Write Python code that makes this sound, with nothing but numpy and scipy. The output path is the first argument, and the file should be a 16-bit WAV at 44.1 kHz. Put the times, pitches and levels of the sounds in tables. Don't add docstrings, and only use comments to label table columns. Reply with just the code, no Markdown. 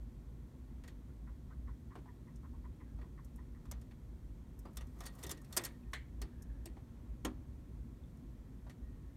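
import sys
import numpy as np
from scipy import signal
from scipy.fft import rfft, irfft
from scipy.io import wavfile
from scipy.ndimage import uniform_filter1d, map_coordinates

SR = 44100
rng = np.random.default_rng(int(sys.argv[2]) if len(sys.argv) > 2 else 0)


def how_loud(loudness_db):
    steps = np.asarray(loudness_db, float) / 20
    return 10 ** steps


def dump_mix(stems):
    frames = np.atleast_2d(stems).T
    limited = np.clip(frames, -1, 1)
    pcm = np.round(limited * 32767).astype(np.int16)
    wavfile.write(sys.argv[1], SR, pcm)


N = 403956
SPAN = 16384
PECK_ATTACK_S = 0.0009

# (centre [Hz], width [Hz], level [dB])
PANE = [(542, 510, 2), (712, 1230, -2.5), (1000, 290, -2), (1206, 220, 1)]
# (frequency [Hz], density [dB per Hz])
SCRATCH = [(2600, -15), (3400, -2), (7500, -1), (9600, -1), (10500, -8), (12000, 1.5), (15500, -8),
           (16500, -30)]
# (time [s], click peak [dB], pane [dB], frame [dB])
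FLURRY = [(4.7698, -39, -51, -56), (4.8088, -56, -53, -60.5), (4.869, -62, -73, -84),
          (4.988, -61, -61, -73), (5.0048, -46.5, -46.5, -57.5), (5.036, -52, -54, -61),
          (5.0635, -40.5, -53, -53.5), (5.236, -39.5, -50, -53), (5.2654, -43, -54, -58),
          (5.293, -41, -48.5, -53), (5.3135, -36, -55, -55), (5.3725, -57, -66, -63),
          (5.445, -58, -65, -67), (5.5252, -43, -69, -56.5), (5.5653, -27, -38, -44.5),
          (5.5702, -23.5, -39, -40.5), (5.575, -26, -62, -58.5), (5.5883, -49, -49, -57),
          (5.637, -37.5, -50, -52)]


def unit(x):
    return x / np.sqrt(np.mean(x ** 2, axis=-1, keepdims=True) + 1e-20)


def noise_like(*shape):
    return rng.standard_normal(shape)


def curves(rows):
    s, *cols = np.transpose(rows)
    return [np.interp(np.arange(N) / SR, s, c, left=-120, right=-120) for c in cols]


def wobble(rate):
    return map_coordinates(noise_like(int(N * rate / SR) + 4), [np.arange(N) * rate / SR])


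def coloured(x, gain):
    m = x.shape[-1]
    return unit(irfft(rfft(x) * gain(np.fft.rfftfreq(m, 1 / SR)), m))


def spectrum(points):
    f, db = np.transpose(points)
    return lambda hz: how_loud(np.interp(np.log(hz + 1), np.log(f), db))


def modes(rows, scatter_db=0, count=1):
    luck = scatter_db * noise_like(count, len(rows), 1)

    def gain(f):
        power = 0
        for k, (centre, wide, db) in enumerate(rows):
            one = (f * wide) ** 2 / ((centre * centre - f * f) ** 2 + (f * wide) ** 2)
            power = power + how_loud(db + luck[:, k]) ** 2 * one ** 2
        return np.sqrt(power)

    return gain


def placed(times, sounds):
    where = np.round(np.asarray(times) * SR).astype(int)[:, None] + np.arange(SPAN)
    return np.bincount(where.ravel(), sounds.ravel(), N + SPAN)[:N]


def filled(shape, x):
    return unit(shape * x) * np.sqrt(np.mean(shape ** 2, axis=-1, keepdims=True))


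def bursts(times, db, body, attack, hold, t60, tail_db, tail_t60, grit_db):
    t = np.arange(SPAN) / SR
    after = np.maximum(t - hold, 0)
    decay = how_loud(-60 * after / np.reshape(t60, (-1, 1)))
    shape = np.minimum(t / attack, 1) * (decay + how_loud(tail_db - 60 * after / tail_t60))
    noise = noise_like(len(times), 2, SPAN)
    grit = how_loud(grit_db * unit(uniform_filter1d(noise[:, 1], size=40)))
    return placed(times, how_loud(db)[:, None] * filled(shape, grit * coloured(noise[:, 0], body)))


def air():
    # (time [s], level [dB])
    rumble_level = [(0.0, -49.5), (0.23, -51.5), (1.53, -51.5), (1.55, -54), (1.6, -45), (2.04, -56.5),
                    (2.45, -49), (5.81, -51.5), (6.25, -48), (6.3, -65), (6.38, -43.5), (6.73, -50),
                    (6.91, -55.5), (7.06, -48), (8.67, -52), (8.75, -72), (8.85, -43), (9.16, -54.5)]
    # (frequency [Hz], density [dB per Hz])
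    rumble_colour = [(12, -50), (20, -16), (35, -12), (54, 8.5), (68, 4), (86, -9.5), (95, -16),
                     (120, -55.5), (210, -120)]
    duct_colour = [(50, -22.5), (85, -1.5), (129, 0), (204, -8), (221, -6), (238, -2), (306, -12),
                   (373, -14.5), (409, -19.5), (443, -33.5), (480, -24.5), (620, -60), (1060, -120)]
    rush_colour = [(250, -43), (420, -10), (446, -1), (794, -11.5), (910, -9), (1020, -12), (1100, -9),
                   (1180, -16.5), (1300, -13.5), (1590, -17.5), (1860, -16.5), (2680, -22.5), (3200, -25.5),
                   (4160, -57), (7040, -120)]
    rumble_db, = curves(rumble_level)
    rumble = how_loud(rumble_db) * coloured(noise_like(N), spectrum(rumble_colour))
    duct = how_loud(-55 + 0.22 * wobble(1.413)) * coloured(noise_like(N), spectrum(duct_colour))
    rush = how_loud(-71.5 + 1.07 * wobble(1.159)) * coloured(noise_like(N), spectrum(rush_colour))
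    return rumble + duct + rush


def draught():
    # (start [s], length [s], level [dB], pitch [Hz], breathiness [0-1])
    whistles = [(4.77, .06, -72, 1900, 0.35), (5.01, .11, -69, 1880, .2), (5.19, .05, -78, 1880, .4),
                (5.23, 0.13, -70, 1900, .2), (5.34, .1, -76, 1840, .2), (5.527, 0.037, -68, 1880, .2),
                (5.58, 0.11, -65, 1873, .15), (5.715, .055, -77, 1830, 0.3), (5.85, .05, -79, 1830, .3),
                (2.85, .09, -82, 1630, 0.35), (6.256, .41, -79, 1690, 0.8), (8.3, .24, -87, 1840, .7),
                (8.8, 0.21, -83, 1880, .25), (9.0, .16, -85, 1810, .4)]
    t = np.arange(N) / SR
    breath = coloured(noise_like(N), lambda hz: hz < 150)
    waver = 0.01 * np.cumsum(noise_like(N))
    total = np.zeros(N)
    for start, length, db, hz, airy in whistles:
        swell = np.sin(np.pi * np.clip((t - start) / length, 0, 1)) ** 0.27
        tone = (1 - airy + airy * breath) * np.cos(2 * np.pi * hz * t + waver)
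        total += how_loud(db) * filled(swell, tone)
    return total


def clucks():
    # (time [s], note peak [dB], start pitch [Hz], end pitch [Hz], upper mode [dB])
    cluck_calls = [(1.086, -71, 1280, 1510, -14), (1.273, -61.5, 1576, 930, -8),
                   (1.503, -60.5, 952, 1694, -12), (1.676, -60, 1200, 927, -7),
                   (1.908, -58.5, 1000, 1220, -9.5), (2.079, -60, 1006, 954, -5.5),
                   (2.273, -63.5, 940, 1050, -6), (2.435, -59.5, 1340, 850, -17),
                   (2.533, -63, 962, 896, -23), (2.644, -59, 913, 1050, -10.5),
                   (2.804, -62, 1036, 980, -4.5), (3.031, -63.5, 1056, 1000, -13),
                   (3.178, -61, 1190, 968, -5), (3.385, -62, 986, 1030, -5), (3.549, -70, 1096, 1305, -2)]
    s, db, start_hz, end_hz, upper_db = np.transpose(cluck_calls)
    s = s - 0.006
    t = np.arange(SPAN) / SR
    pitch = end_hz[:, None] + (start_hz - end_hz)[:, None] * np.maximum(1 - t / 0.04, 0)
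    hoarse = 1 + 0.72 * coloured(noise_like(*pitch.shape), lambda hz: hz < 160)
    swell = np.sin(np.pi * np.minimum(t / 0.043, 1))
    swell = swell + 0.13 * np.exp(-t / 0.04) * np.minimum(t / 0.018, 1)
    voice = hoarse * np.sin(2 * np.pi * np.cumsum(pitch, axis=1) / SR)
    note = placed(s, how_loud(db - 7)[:, None] * filled(swell, voice))

    soft = dict(attack=0.0052, hold=0.022, t60=0.07, tail_db=-11, tail_t60=0.3, grit_db=0.8)
    low = bursts(s, db - 10.5, modes([(1044, 280, 0)]), **soft)
    upper = bursts(s + 0.004, db + upper_db - 5.5, modes([(1900, 300, 0)]), 0.0026, 0.013, 0.074,
                   tail_db=-8, tail_t60=0.35, grit_db=-1.0)
    airy_db = -22 + 24 * np.minimum(np.abs(end_hz - start_hz) / 250, 1)
    airy = bursts(s + 0.01, db + airy_db - 15, modes([(1350, 550, 0)]), **soft)
    return note + low + upper + airy


def scrape():
    # (time [s], level [dB])
    drag = [(4.75, -69), (4.86, -77), (5.05, -67), (5.11, -74), (5.22, -60.5), (5.32, -65), (5.454, -86),
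            (5.54, -58.5), (5.9, -91)]
    press_db, = curves(drag)
    scratch = how_loud(press_db - 7.5 + 2.3 * wobble(83)) * coloured(noise_like(N), spectrum(SCRATCH))
    rub = how_loud(press_db - 4 + 3.1 * wobble(45)) * coloured(noise_like(N), modes(PANE))[0]
    return scratch + rub


def dabs():
    # (time [s], peak [dB], centre [Hz])
    body_dabs = [(1.953, -55, 730), (2.057, -57, 810), (2.988, -59, 580), (3.654, -60.5, 1050),
                 (4.6525, -55, 900), (5.005, -56, 730), (6.659, -56.5, 690), (6.769, -57, 730),
                 (5.567, -41.5, 1250), (8.667, -59, 910), (7.248, -43, 180), (7.249, -48, 2100),
                 (6.217, -58, 1400), (6.657, -62, 2400), (5.934, -47, 1650), (5.938, -51, 3300),
                 (8.698, -65, 2100), (5.417, -66, 1200), (5.312, -55, 1140), (5.237, -57, 930)]
    s, db, hz = np.transpose(body_dabs)
    push = modes([(hz[:, None], 0.41 * hz[:, None], 0)])
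    return bursts(s, db - 5, push, 0.00068, 0.0059, 0.067, tail_db=-21, tail_t60=0.2, grit_db=1.0)


def thuds():
    # (time [s], peak [dB])
    blows = [(1.953, -47.5), (3.018, -53), (4.653, -49), (5.235, -43.5), (5.312, -46.5), (5.568, -38),
             (6.214, -45.5), (6.657, -46.5), (6.766, -56)]
    # (centre [Hz], width [Hz], level [dB])
    flex = [(231.5, 90, -5), (295, 140, 5), (353, 78, 4.5)]
    s, db = np.transpose(blows)
    return bursts(s, db - 6.5, modes(flex), 0.006, 0.0047, 0.28, tail_db=-26.0, tail_t60=0.33, grit_db=2.5)


def hollow_ring(rows):
    t = np.arange(SPAN) / SR
    total = np.zeros(SPAN)
    for hz, db, t60 in rows:
        unsteady = 0.014 * np.cumsum(noise_like(SPAN))
        total += how_loud(db - 60 * t / t60) * np.sin(2 * np.pi * (hz * t + 0.28 * rng.random()) + unsteady)
    return total


def knocks():
    # (time [s], peak [dB])
    hollow_knocks = [
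        (5.932, -31),
        (7.249, -18),
    ]
    # (frequency [Hz], level [dB], t60 [s])
    rail = [(1093, 13, 0.028), (1620, -4, 0.12), (1760, -2, 0.13), (1770, -9, 0.14), (1860, -8, 0.15),
            (2003, -4.5, 0.2), (2035, -11, 0.2), (2067, -10, 0.27), (2213, -18, 0.33), (2240, -13, 0.3),
            (2363, -14, 0.26), (1960, -8, .14), (2120, -7, .26), (1680, -5, .1)]
    sill = [(202, -8, 0.23), (253.5, -7, 0.32), (283, 3, 0.091), (307.4, -6, 0.29), (380, -10, 0.25),
            (514, -3, 0.056), (560, -14, 0.07), (915, -12, 0.097), (1040, -7.5, .08), (1365, -10, 0.067),
            (1810, -13, .04), (2700, -13, 0.046)]
    # (centre [Hz], width [Hz], level [dB], t60 [s])
    rattle = [(1780, 330, -20.5, .24), (2060, 260, -29, .3), (3100, 900, -27, .22), (7000, 3500, -33, .16),
              (4080, 400, -28.5, 0.16)]
    t = np.arange(SPAN) / SR
    s, db = np.transpose(hollow_knocks)
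    onset = 1 - np.exp(-t / 0.003)
    total = placed(s, how_loud(db - 14.5)[:, None] * [hollow_ring(rail), hollow_ring(sill)] * onset)
    for hz, wide, level_db, t60 in rattle:
        total += bursts(s[:1], db[:1] + level_db, modes([(hz, wide, 0)]), 0.004, 0.011, t60,
                        tail_db=-30, tail_t60=0.4, grit_db=2.0)
    return total


def bead():
    s, _, _, frame_db = np.transpose(FLURRY)
    return bursts(s, frame_db - 22.5, modes([(1880, 150, 0)]), 0.003, 0.03, 0.22,
                  tail_db=-28, tail_t60=0.5, grit_db=-1.0)


def contacts():
    # (time [s], click peak [dB], pane [dB], frame [dB])
    pecks = [(0.837, -59, -58, -58.5), (0.877, -53, -59, -55.5), (1.953, -64, -46.5, -64),
             (2.058, -80, -63, -81), (2.9874, -78, -60, -71), (3.0135, -88, -57, -62),
             (3.655, -65, -63, -72), (3.713, -39.5, -49, -58.5), (3.813, -58.5, -63, -72),
             (3.911, -70, -63, -63.5), (4.653, -66, -49, -78), (5.9331, -42.5, -45.5, -44),
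             (6.216, -42, -49, -52.5), (6.656, -44, -65, -60), (6.7671, -77, -62, -69),
             (7.248, -35.5, -36.5, -47), (8.6658, -76, -57, -67), (8.6961, -56, -56.5, -58)]
    skids = [(5.053, -47, -50.5, -62), (5.186, -60, -57, -65), (5.2264, -46, -58, -55),
             (5.301, -44, -62, -59), (5.3083, -39, -62, -54), (5.6114, -53, -61, -72),
             (5.6454, -33.5, -55, -68), (5.6532, -42, -49.5, -47)]
    s, db, pane_db, frame_db = np.transpose(pecks + FLURRY + skids)
    hard = np.clip((db - frame_db) / 20, 0, 1)
    return s, db, pane_db, frame_db, hard, np.isin(s, np.transpose(skids)[0])


def window():
    # (centre [Hz], width [Hz], level [dB])
    low_glass = [(3000, 1500, -1.5), (3600, 730, 0.5), (4380, 540, 1)]
    frame_modes = [(1616, 240, -7.5), (1887, 180, 2), (2164, 280, -6), (2540, 370, -12.5)]
    s, click_db, pane_db, frame_db, hard, _ = contacts()
    spot_db = 1.5
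    glass_db = 1 + frame_db + 0.26 * (click_db - frame_db)
    t60 = 0.066 + (0.08 - 0.066) * hard
    glass = bursts(s, glass_db - 12, modes(low_glass, spot_db, len(s)), 0.0013, 0.0064, t60,
                   tail_db=-13.5, tail_t60=0.29, grit_db=3.5)
    frame = bursts(s, frame_db - 8.5, modes(frame_modes, spot_db, len(s)), 0.00034, 0.0079, 1.33 * t60,
                   tail_db=-12.5, tail_t60=0.31, grit_db=-4.5)
    pane = bursts(s, pane_db - 9, modes(PANE, spot_db, len(s)), 0.001, 0.00093, 2.28 * t60,
                  tail_db=-11.5, tail_t60=0.24, grit_db=2.0)
    return glass + frame + pane


def rings():
    # (time [s], peak [dB], first mode [Hz], second mode [Hz])
    spot_rings = [(3.718, -56, 2150, 4780), (4.7712, -49, 3530, 5400), (4.809, -55, 2820, 5860),
                  (5.005, -51, 3680, 5400), (5.065, -47, 4500, 9100), (5.238, -50, 3670, 8800),
                  (5.2662, -48, 3640, 5660), (5.2934, -46, 3600, 5370), (5.3124, -45, 4750, 7200),
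                  (5.5283, -50, 7600, 9000), (5.527, -51, 3600, 6000), (5.94, -55, 3100, 4150),
                  (5.5703, -28, 8450, 5000), (5.6371, -49, 2700, 7200), (5.652, -41, 4430, 8740),
                  (5.932, -48, 4010, 5510), (6.2165, -46, 4440, 5100), (6.6545, -57, 4540, 8230),
                  (7.2505, -38.5, 3160, 6530), (5.053, -51, 3520, 4500)]
    s, db, low_hz, high_hz = np.transpose(spot_rings)
    ring = dict(attack=0.0013, hold=0.0032, t60=0.051, tail_db=-26, tail_t60=0.2, grit_db=-4.0)
    low = bursts(s, db - 9.5, modes([(low_hz[:, None], 300, 0)]), **ring)
    return low + bursts(s, db - 11.5, modes([(high_hz[:, None], 380, 0)]), **ring)


def snaps():
    # (time [s], peak [dB])
    bare_snaps = [(3.016, -67), (3.6545, -62), (3.7135, -51), (5.3136, -33), (5.2935, -44), (5.2651, -50),
                  (5.5718, -26), (5.5748, -31), (4.809, -60), (5.2362, -46), (5.0646, -47), (5.637, -45),
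                  (6.657, -58)]
    s, db = np.transpose(bare_snaps)
    return bursts(s, db - 8.0, spectrum(SCRATCH), 0.0006, 0.00138, 0.012,
                  tail_db=-34.5, tail_t60=0.06, grit_db=3.0)


def pings():
    # (time [s], peak [dB], frequency [Hz], t60 [s])
    tip_pings = [(2.9885, -60, 1500, .015), (3.0155, -55, 2050, .012), (3.016, -66, 3900, .008),
                 (3.6545, -63, 2500, .015), (3.7132, -50, 6600, .05), (3.7133, -55, 5910, 0.071),
                 (3.7135, -52, 12000, .03), (4.6585, -69, 4800, .08), (4.7705, -56, 3530, .1),
                 (4.809, -56, 2400, .012), (4.8097, -58, 3600, .012), (5.053, -55, 3500, .04),
                 (5.0655, -53, 8800, 0.08), (5.2935, -52, 3600, .04), (5.3135, -45, 7250, .06),
                 (5.5265, -52, 4380, .075), (5.5265, -57, 3600, .06), (5.835, -60, 2500, .012),
                 (6.2164, -54, 4480, .04), (6.656, -54, 8260, .07), (6.657, -65, 2910, .05),
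                 (5.2365, -55, 3620, .06), (5.2655, -55, 3620, .05), (5.5705, -46, 3640, .07),
                 (5.5705, -45, 4400, .06), (5.3135, -49, 9800, .06), (5.3135, -50, 4750, .05),
                 (8.036, -74, 3400, .04), (7.252, -46, 3250, .08), (8.036, -71, 3550, .05)]
    s, db, hz, t60 = np.transpose(tip_pings)[:, :, None]
    t = np.arange(SPAN) / SR
    unsteady = 0.03 * np.cumsum(noise_like(len(s), SPAN), axis=1)
    shape = how_loud(db - 60 * t / t60) * (1 - np.exp(-t / 0.00053))
    return placed(s[:, 0], shape * np.sin(2 * np.pi * hz * t + unsteady))


def click(s, db, bright_db, t60, attack):
    # (centre [Hz], width [Hz], level [dB])
    upper_glass = [(5460, 670, 1), (6230, 1600, 2), (7080, 820, -0.5), (8510, 2400, 1)]
    bright_edge = [(9500, 1400, -4), (11370, 750, -2), (12200, 520, -1.5), (13400, 1900, -4.5),
                   (14700, 1600, -13)]
    spot_db = 1.5
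    glass = bursts(s, db - 10, modes(upper_glass, spot_db, len(s)), attack, attack + 0.0017, t60,
                   tail_db=-35.0, tail_t60=0.26, grit_db=2.2)
    edge = bursts(s, db + bright_db - 4.0, modes(bright_edge, spot_db, len(s)), attack, attack + 0.0028,
                  0.62 * t60, tail_db=-36, tail_t60=0.14, grit_db=-0.8)
    return glass + edge


def ticks():
    # (time [s], click peak [dB], brightness [dB])
    claws = [(2.358, -58, -17), (3.2458, -58, -8), (3.359, -61, -3), (4.59, -56.5, -3.5), (4.732, -68, -4),
             (4.758, -66, -3), (5.72, -70, -2), (5.92, -69, -4), (5.1506, -58.5, -4), (5.4151, -58.5, -7),
             (6.4213, -52, -8), (8.1703, -67.5, -7)]
    s, db, _, _, hard, skid = contacts()
    bright_db = -13 + 4 * hard + 2.5 * skid
    attack = np.where(skid, 0.0052, PECK_ATTACK_S)[:, None]
    soft_t60, hard_t60 = 0.083, 0.034
    bill = click(s, db, bright_db, soft_t60 + (hard_t60 - soft_t60) * hard, attack)
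    return bill + click(*np.transpose(claws), 0.055, PECK_ATTACK_S)


def scene():
    background = air() + draught() + clucks()
    body = scrape() + dabs() + thuds() + knocks() + bead()
    strikes = window() + rings() + snaps() + pings() + ticks()
    return (background + body + strikes)[None]


def roll_off(x):
    return signal.sosfilt(signal.butter(12, 16520, fs=SR, output="sos"), x)


def record(dry):
    # (frequency [Hz], density [dB per Hz])
    hiss_colour = [(2500, -45), (3200, 3), (4400, 1), (5000, -2), (5700, 0.5), (9500, -2), (10500, -5.5),
                   (11500, -2), (13500, -4), (14300, -2.5), (16000, -11)]
    hiss_gain = spectrum(hiss_colour)
    hiss = how_loud(-80.5) * coloured(noise_like(N), lambda hz: hiss_gain(hz) * (hz < 15870))
    kept = irfft(rfft(dry) * (np.fft.rfftfreq(N, 1 / SR) < 16300), N)
    return roll_off(kept + hiss)


dry = scene()
out = record(dry)
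dump_mix(out)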